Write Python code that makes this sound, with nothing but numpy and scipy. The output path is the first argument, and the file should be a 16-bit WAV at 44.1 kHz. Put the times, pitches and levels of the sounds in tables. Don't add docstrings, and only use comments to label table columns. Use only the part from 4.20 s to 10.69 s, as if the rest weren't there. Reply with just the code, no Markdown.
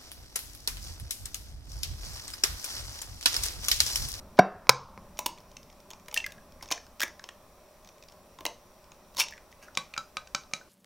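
import sys
import numpy as np
from scipy import signal
from scipy.io import wavfile
from scipy.ndimage import uniform_filter1d

SR = 44100
rng = np.random.default_rng(int(sys.argv[2]) if len(sys.argv) > 2 else 0)


def invert_db(level):
    return 10 ** (np.asarray(level, dtype=float) / 20)


def transcribe(signal):
    frames = np.atleast_2d(signal).T
    limited = np.clip(frames, -1, 1)
    pcm = np.round(limited * 32767).astype(np.int16)
    wavfile.write(sys.argv[1], SR, pcm)


N = 286209
T = np.arange(12000) / SR


def read(points, hz):
    f, value = np.transpose(points)
    return np.interp(np.log(hz + 1), np.log(f + 1), value)


def add(mix, s, sound):
    part = mix[round(s * SR):][:len(sound)]
    part += sound[:len(part)]


def peaked(x):
    return x / (abs(x).max() + 1e-20)


def band(x, lo_hz, hi_hz):
    sos = signal.butter(2, [lo_hz, min(hi_hz, SR / 2.1)], "band", fs=SR, output="sos")
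    return signal.sosfilt(sos, x)


def ring(modes, luck=None, spread_db=0., detune=0.031):
    hz, db, t60 = np.transpose(modes)[:, :, None]
    luck = np.zeros(len(modes)) if luck is None else luck[:len(modes)]
    level = invert_db(db + spread_db * luck[:, None] - 60 * T / t60)
    hz = hz * (1 + detune * luck[::-1, None])
    return (level * np.sin(2 * np.pi * hz * T)).sum(0)


def tearing(noise, decay_ms):
    ms = np.arange(len(noise)) * 1000 / SR
    return noise * abs(noise) * (1 - np.exp(-ms / 0.73)) * np.exp(-ms / decay_ms)


def drifting(shape, patchy_db):
    hz = np.fft.rfftfreq(2048, 1 / SR)
    a, b, patches = rng.standard_normal((N // 512 + 5, len(hz), 3)).T
    patches = uniform_filter1d(uniform_filter1d(patches, size=9, axis=0), size=7, axis=1)
    level_db = read(shape, hz)[:, None] + patchy_db * patches / patches.std()
    noise = signal.istft((a + 1j * b) * invert_db(level_db), nperseg=2048, noverlap=1536)[1][:N]
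    return noise / noise.std()


# (frequency [Hz], density [dB per Hz])
HUM = [(160, -36.5), (270, -11), (323, -12), (387, -3), (409, -27), (430, -8), (494, -10), (606, 1),
       (674, -9.5), (854, -8.5), (934, -11.5), (1020, -6), (1900, -25), (2470, -67), (4180, -120)]
# (frequency [Hz], density [dB per Hz])
HISS = [(820, -36.5), (1400, -15), (1490, -16.5), (1880, -6.5), (2020, -8), (2390, -6.5), (2490, -5),
        (2840, -11.5), (3490, -10.5), (4020, -10), (4600, -11.5), (5350, -9), (5700, -3), (6190, -14),
        (14100, -14), (15800, -14.5), (16050, -41)]
# (frequency [Hz], density [dB per Hz])
RUMBLE = [(8.8, -34.5), (15, -1), (19, 4.5), (30, -3.5), (45, -1), (91, -2), (136, -13.5), (151, -7),
          (183, -2), (270, -9), (350, -34), (590, -120)]
# (time [s], level [dB])
BACKGROUND_LEVEL = [
    (0, 16),
    (.12, 9.5),
    (.7, 11.5),
    (1.5, 3.5),
    (2.45, 6.5),
    (2.55, 2.5),
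    (3.5, 1.5),
    (4.5, 3.5),
    (6.49, 0.5),
]


def room_tone():
    t = np.arange(N) / SR
    background_db = np.interp(t, *np.transpose(BACKGROUND_LEVEL))
    drop_db = -0.7 * (t > 5.9)
    hum = invert_db(-59.5 + .22 * background_db + drop_db) * drifting(HUM, 1.1)
    hiss = invert_db(-65.5 + drop_db) * drifting(HISS, 1.4)
    rumble = invert_db(-63.5 + background_db) * drifting(RUMBLE, 1.5)
    return hum + hiss + rumble


def board(s, db, t60, lo_hz, hi_hz):
    t, out = np.arange(SR // 2) / SR, np.zeros(N)
    grain = peaked(band(band(rng.standard_normal(len(t)), lo_hz, hi_hz), lo_hz, hi_hz))
    add(out, s, invert_db(db - 60 * t / t60) * (1 - np.exp(-t / 0.0013)) * grain)
    return out


def knock(contacts, modes):
    out, body = np.zeros(N), ring(modes)
    for s, db, contact_ms, crack_db in contacts:
        u = T[:90] * 1000 / contact_ms
        add(out, s, invert_db(db) * peaked(signal.fftconvolve(body, u * np.exp(-u))))
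        drive = tearing(rng.standard_normal(400), 0.76)
        crack = band(band(drive, 3200, 6200), 3200, 6200)
        crack = crack + invert_db(-15) * band(drive, 7500, 16000)
        add(out, s, invert_db(crack_db) * peaked(crack))
    for lo_hz in (120, 110, 100):
        out = band(out, lo_hz, 19000)
    return out


# (frequency [Hz], level [dB], t60 [s])
DULL_MODES = [(194, -19.5, 0.24), (420, -3.5, 0.024), (540, -7.5, 0.014), (735, -3.5, 0.054),
              (760, -24, 0.17), (1007, 0.5, 0.025), (1680, 2, .014), (1580, -12, 0.16), (2250, 2.5, 0.011),
              (2680, -20, .3), (3670, -13.5, 0.017), (3750, -19.5, .2), (4700, -8, 0.13), (5630, -7, 0.13)]


def dull_knock():
    contact_ms, crack_db = .16, -22.5
    contacts = [(.1896, -1, contact_ms, crack_db + 6.5)]
    for k in range(3):
        contacts.append((.1917 + k * .0014, 6 - 6 * (k == 0), contact_ms, crack_db))
    wood = board(.2, -12.5, 0.3, 420, 1700) + board(0.19, -13, 0.14, 310, 420)
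    wood += board(0.18, -23.5, 0.75, 810, 1800) + board(0.17, -40, .5, 2000, 6300)
    return knock(contacts, DULL_MODES) + wood


# (time [s], peak level [dB], contact [ms], crack level [dB])
SHARP_CONTACTS = [
    (.4700, -27.5, 0.039, -43.5),
    (.4928, 3.5, 0.03, 1.5),
    (.4936, 3.5, 0.039, 2),
    (.4948, -0.5, 0.13, -7),
    (.4968, -2, 0.034, -8),
    (.4988, -8, 0.053, -8.5),
    (.7766, -28, 0.083, -46),
]
# (frequency [Hz], level [dB], t60 [s])
SHARP_MODES = [(133.6, -15.5, 0.34), (544, -6.5, 0.03), (1000, -6, 0.02), (1057, -6.5, 0.093),
               (1280, 3, 0.014), (1520, -10.5, 0.028), (2270, 14.5, 0.0046), (3400, 1.5, 0.005),
               (3810, -23, 0.22), (4300, 3, 0.008), (4930, 0.5, 0.0065), (5500, -0.5, 0.011),
               (5470, -12, .14)]


def sharp_knock():
    wood = board(.4925, -13.5, 0.18, 1300, 1700) + board(.4925, -20, 0.59, 800, 1330)
    wood += board(.4925, -32.5, 0.54, 1800, 6500)
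    return knock(SHARP_CONTACTS, SHARP_MODES) + wood


# (frequency [Hz], t60 [s])
KITCHEN_DECAY = [(150, 0.18), (500, 0.4), (1100, 0.21), (2700, .26), (6000, 0.3), (12000, 0.093)]
# (frequency [Hz], level [dB])
WALL_COLOUR = [(150, 2.5), (1000, 7), (2000, 1.5), (4000, -2), (5700, 1), (7200, -1), (15000, 6.5)]


def kitchen(x):
    turn, out = np.arange(N) / SR * 2.3, np.zeros(N)
    for k in range(3):
        taps = np.zeros(SR // 2)
        at = np.arange(90, len(taps) - 12, 12)
        taps[at + rng.integers(0, 12, len(at))] = rng.choice([-1., 1.], len(at))
        hz, t, z = signal.stft(taps, SR, nperseg=256)
        level_db = read(WALL_COLOUR, hz)[:, None] - 60 * t / read(KITCHEN_DECAY, hz)[:, None]
        tail = signal.istft(z * invert_db(level_db), SR, nperseg=256)[1]
        feed = np.sqrt(2 / 3) * np.cos(np.pi * (turn + k / 3))
        out += signal.oaconvolve(x * feed, tail / np.linalg.norm(tail))[:N]
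    return out


# (time [s], peak level [dB], piece frequency [Hz], piece level [dB], bowl air level [dB])
SPLITS = [(.9801, -41, 2300, -22, -26), (.9896, -17.5, 2800, -16, -8), (1.0599, -17.5, 3000, -13, -2.5),
          (1.0634, -14.5, 2990, -21, -13.5), (1.704, -32, 2007, -15.5, -17), (1.8826, -34, 2180, -5.5, -5),
          (1.9259, -40, 2270, -5, 3.5), (1.942, -17, 3070, -16, -27), (2.0632, -26.5, 1660, -3, -43),
          (2.1202, -37.5, 2000, -8, -29.5), (2.4254, -35, 1970, -31, -1.5), (2.5133, -19, 2520, -13, -0.5),
          (2.804, -17, 1610, -11, -12.5), (2.8157, -21, 1650, 1, -34), (2.8236, -23, 1700, -2, -30),
          (2.8307, -19, 1760, 0.5, -16), (2.8792, -38.5, 1710, -1, -12.5), (4.2068, -38, 2270, -6, 3),
          (4.2527, -19, 2060, -7.5, -5), (4.9474, -42, 2130, -16, -1), (4.9681, -26, 3170, -37, -9),
          (4.9986, -13, 2670, -10, -17.5), (5.1085, -42, 2370, -6, -6), (2.8335, -19, 2310, -5.5, -3.5)]
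# (time [s], peak level [dB], piece frequency [Hz], bowl air level [dB])
PRIES = [(.9712, -41, 2370, -29), (1.3673, -31, 2710, -31), (1.7114, -33, 3320, -10),
         (1.733, -34, 2680, -5.5), (1.9126, -34.5, 2700, -29), (1.9703, -44.5, 2700, 11),
         (1.9884, -38, 2700, -19), (2.4573, -40, 1890, -5), (2.4867, -36, 2650, -30),
         (2.5184, -17.5, 2530, -12), (2.5222, -13, 2540, -45), (3.04, -29.5, 2470, -8),
         (3.0889, -30, 1870, -8), (3.6885, -40, 2430, -13), (3.8247, -39.5, 2600, -17),
         (3.8846, -41.5, 2620, -22), (4.1869, -39, 1550, 2), (4.2627, -17, 2930, -9),
         (4.7172, -39.5, 2540, -6.5), (4.9836, -29, 2270, -1), (4.9914, -29, 2520, -8),
         (5.0374, -26, 2970, -15), (5.0843, -28, 2620, -21)]
# (time [s], peak level [dB], ringing
# frequency [Hz], ringing level [dB])
FLAKES = [(5.7385, -55, 2440, 21.5), (1.1754, -47.5, 2270, -0.5), (1.499, -46, 2200, -3),
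          (1.9624, -28.5, 1860, 2.5), (1.9739, -15.5, 2740, 2.5), (2.0014, -44, 2700, 14),
          (2.0413, -34.5, 2110, 9), (2.1804, -54, 1668, 5), (2.4094, -51, 1870, 6.5),
          (2.5054, -29, 2400, -4), (2.5765, -35.5, 1810, -1.5), (2.6653, -44, 1610, -7.5),
          (2.7965, -31, 2456, -4.5), (2.9946, -35.5, 1560, -4.5), (5.0045, -15, 2350, -2),
          (5.0144, -31.5, 2740, 12), (5.0664, -42, 2770, 4), (5.1228, -40, 1730, 3),
          (5.1354, -43, 1910, 4.5), (5.1684, -49, 1710, -1), (5.1776, -44.5, 1800, 1.5),
          (5.3254, -46, 2040, -0.5), (5.4824, -53, 1500, 11)]
# (time [s], peak level [dB])
TICKS = [(1.1834, -43), (1.2027, -46.5), (2.1064, -42), (1.3149, -45.5), (1.4296, -43.5), (1.5264, -47.5),
         (1.6018, -45.5), (1.7973, -46), (1.8592, -47), (2.3211, -43.5), (2.4774, -42), (2.7164, -56.5),
         (3.6461, -42), (3.6564, -50), (3.6735, -41.5), (3.7813, -47.5), (3.8364, -42.5), (3.8974, -45),
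         (3.921, -44.5), (4.6414, -48), (4.7444, -54), (4.9402, -53), (4.9628, -42)]


def fractures():
    splits = [(*row, -4.5) for row in SPLITS]
    pries = [(s, db, hz, -9, air_db, -19.5) for s, db, hz, air_db in PRIES]
    flakes = [(*row, -20, -17) for row in FLAKES]
    ticks = [(*row, 2480, -13.5, -18, -11.5) for row in TICKS]
    return splits + pries + flakes + ticks


# (frequency [Hz], level [dB], t60 [s])
SHELL = [(3300, -6, .005), (3750, -3, .006), (4400, -4, .005), (4900, -2, .005), (5500, 0, .008),
         (6000, -1, .006), (6500, -5, .005)]
# (frequency [Hz], level [dB], t60 [s])
BOWL_AIR = [(325, 4, 0.017), (524, 5, 0.012), (676, 13.5, 0.014), (904, 14, 0.023), (957, 18.5, 0.027)]


def snaps():
    out = np.zeros(N)
    for s, db, piece_hz, piece_db, air_db, fizz_db in fractures():
        luck = rng.standard_normal(420)
        drive = np.append(tearing(luck[20:], 1.9), np.zeros(1500))

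        def driven(body):
            return signal.fftconvolve(drive, body)[:len(drive)]

        shell = peaked(band(driven(ring(SHELL, luck, 4.2)), 2680, 14000))
        bare = peaked(band(drive, 2900, 7400))
        shell = peaked(shell + 0.12 * bare)
        t60 = .009 + .016 / (1 + invert_db(-3 * piece_db - 9))
        piece = ring([(piece_hz, 0, t60), (piece_hz * 1.09, -3, t60 * .7), (piece_hz * 1.25, -5, .006)])
        piece = peaked(band(driven(piece), piece_hz / 1.2, piece_hz * 1.35))
        air = peaked(band(driven(ring(BOWL_AIR, luck[8:], 2.5)), 270, 1700))
        fizz = peaked(band(drive, 7500, 16500))
        snap = shell + invert_db(piece_db + 1.0) * piece + invert_db(air_db - 2.0) * air + invert_db(fizz_db + 2.5) * fizz
        add(out, s, invert_db(db) * snap)
    return out


# (start time [s], peak time [s], end time [s], peak level [dB], low part level [dB])
CRUNCHES = [
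    (1.95, 1.965, 2.03, -39, -12.5),
    (2.425, 2.413, 2.45, -35.5, -6.5),
    (2.504, 2.514, 2.54, -35.5, 0.5),
    (4.978, 5.003, 5.04, -21, -28),
    (5.316, 5.316, 5.335, -54.5, -11),
    (5.416, 5.432, 5.49, -52, 1),
]


def crunches():
    t, level = np.arange(N) / SR, np.zeros((2, N))
    for *s, db, low_db in CRUNCHES:
        run_db = np.interp(t, s, [db - 16, db, db - 22.5])
        inside = (t > s[0]) & (t < s[-1])
        level += inside * invert_db([run_db, run_db + low_db])
    size_db = 3.3 * np.minimum(rng.exponential(1, N), 2.4)
    happens = rng.random(N) < 5000 / SR
    clicks = rng.standard_normal(N) * invert_db(size_db) * happens
    high = signal.oaconvolve(clicks, peaked(ring(SHELL)))[:N] + 1.8 * band(clicks, 2900, 10000)
    pieces = ring([(920, 1, 0.06), (1650, 13.2, 0.11), (2300, 9, 0.045), (2700, 30.0, 0.0043)])
    low = signal.oaconvolve(clicks, pieces)[:N]
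    out = invert_db(-1) * (level[0] * high / high.std() + level[1] * low / low.std())
    return band(out, 600, 21000)


# (time [s], peak level [dB], wall frequency [Hz], wall level [dB], rim level [dB])
STROKES = [(5.5464, -49, 1325, -21, -25), (5.5505, -32, 1270, -19, -31), (5.5725, -12, 1126, -12, -6.5),
           (5.7375, -31, 1250, -14, -7), (5.764, -36.5, 1430, 3, 2), (5.7772, -18.5, 1324, -4, -10),
           (5.9688, -21.5, 1249, -4, -5.5), (6.0722, -39.5, 1540, -9.5, -13),
           (6.1476, -14.5, 1326, -7.5, -7), (6.235, -41.5, 1290, -9, -32), (6.313, -52.5, 1182, 3, -7),
           (6.3351, -15, 1276, -17, -6.5), (6.3636, -44, 1280, -17, -6), (6.4122, -51.5, 1496, 10, -11)]
# (frequency [Hz], level [dB], t60 [s])
STICKS = [(3100, -4, .004), (3800, -4, .004), (4500, -3, .004), (5100, 0, .004), (5700, 0, .004),
          (6300, -2, .004), (7300, -10, .004), (8400, -14, .004)]
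# (frequency [Hz], level [dB], t60 [s])
CERAMIC = [(3700, -25.5, 0.085), (3930, -22, 0.11), (4500, -28, 0.063), (5940, -17, 0.038),
           (6180, -23, .05), (6300, -41, 0.14), (6760, -37.5, .07)]
# (frequency [Hz], level [dB], t60 [s])
THUMP = [(144, -0.5, 0.22), (205, 7.5, 0.11), (285, 12, 0.034), (558, 14.5, 0.056), (750, 14, 0.057)]


def strokes():
    out = np.zeros(N)
    for s, db, wall_hz, wall_db, rim_db in STROKES:
        luck = rng.standard_normal(220)
        drive = tearing(luck[20:], 2.1)
        push = tearing(np.ones(40), .12)

        def struck(blow, body, lo_hz, hi_hz):
            return peaked(band(signal.fftconvolve(blow, body)[:len(T)], lo_hz, hi_hz))

        bright = ring(STICKS, luck, 1.5, .03) + ring(CERAMIC, luck[8:], 3., .002)
        wall = ring([(wall_hz, 0, .09), (wall_hz * 1.05, -4, .04), (1525, -10, .13), (wall_hz * 0.9, -14, .05)])
        rim = ring([(2356, -1.5, 0.03), (2435, -3, 0.015)])
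        blow = struck(drive, bright, 2800, 14000)
        blow = blow + invert_db(wall_db) * struck(push, wall, 850, 2200)
        blow += invert_db(rim_db) * struck(push, rim, 1700, 3300)
        blow += invert_db(-20) * struck(push, ring(THUMP, luck[10:], 0.52), 110, 1000)
        add(out, s, invert_db(db) * blow)
        add(out, s, invert_db(db - 11) * peaked(band(drive, 4300, 13000)))
        slosh = peaked(band(rng.standard_normal(len(T)), 1500, 7200))
        add(out, s, invert_db(db - 22 - 60 * T / 0.21) * (1 - np.exp(-T / 0.0037)) * slosh)
    slap = invert_db(-23) * out
    add(out, .0125, slap)
    return out


def scene():
    background = room_tone()
    dull, sharp = dull_knock(), sharp_knock()
    shells = snaps() + crunches()
    sticks = strokes()
    echoes = kitchen(invert_db(-13.5) * dull + invert_db(-15.5) * sharp + invert_db(-10.0) * shells + invert_db(-12.0) * sticks)
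    return np.tile(background + dull + sharp + shells + sticks + echoes, (2, 1))


# (frequency [Hz], density [dB per Hz])
SELF_NOISE = [(12, -46), (20, -4.5), (270, -8.5), (527, -12.5), (607, -11), (976, -16.5), (9670, -14.5),
              (16000, -16)]


def self_noise():
    side = invert_db(-67.5) * drifting(SELF_NOISE, .7)
    return np.array([side, -side])


def limiter(level_from):
    power_db = 10 * np.log10(signal.lfilter([.006], [1, -.994], level_from ** 2) + 1e-12)
    fall = np.arange(N) * 42. / SR
    held_db = np.maximum.accumulate(power_db + fall) - fall
    over_db = np.maximum(held_db + 19, 0)
    late = np.exp(-1000 / SR / 3.)
    return invert_db(-.6 * signal.lfilter([1 - late], [1, -late], np.roll(over_db, 220)))


def low_pass(x):
    return signal.sosfilt(signal.butter(12, 16370, fs=SR, output="sos"), x)


def record(dry):
    mix = limiter(dry[0]) * (dry + self_noise())
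    return low_pass(np.clip(mix, -1.06, 1.06))


dry = scene()
out = record(dry)
transcribe(out)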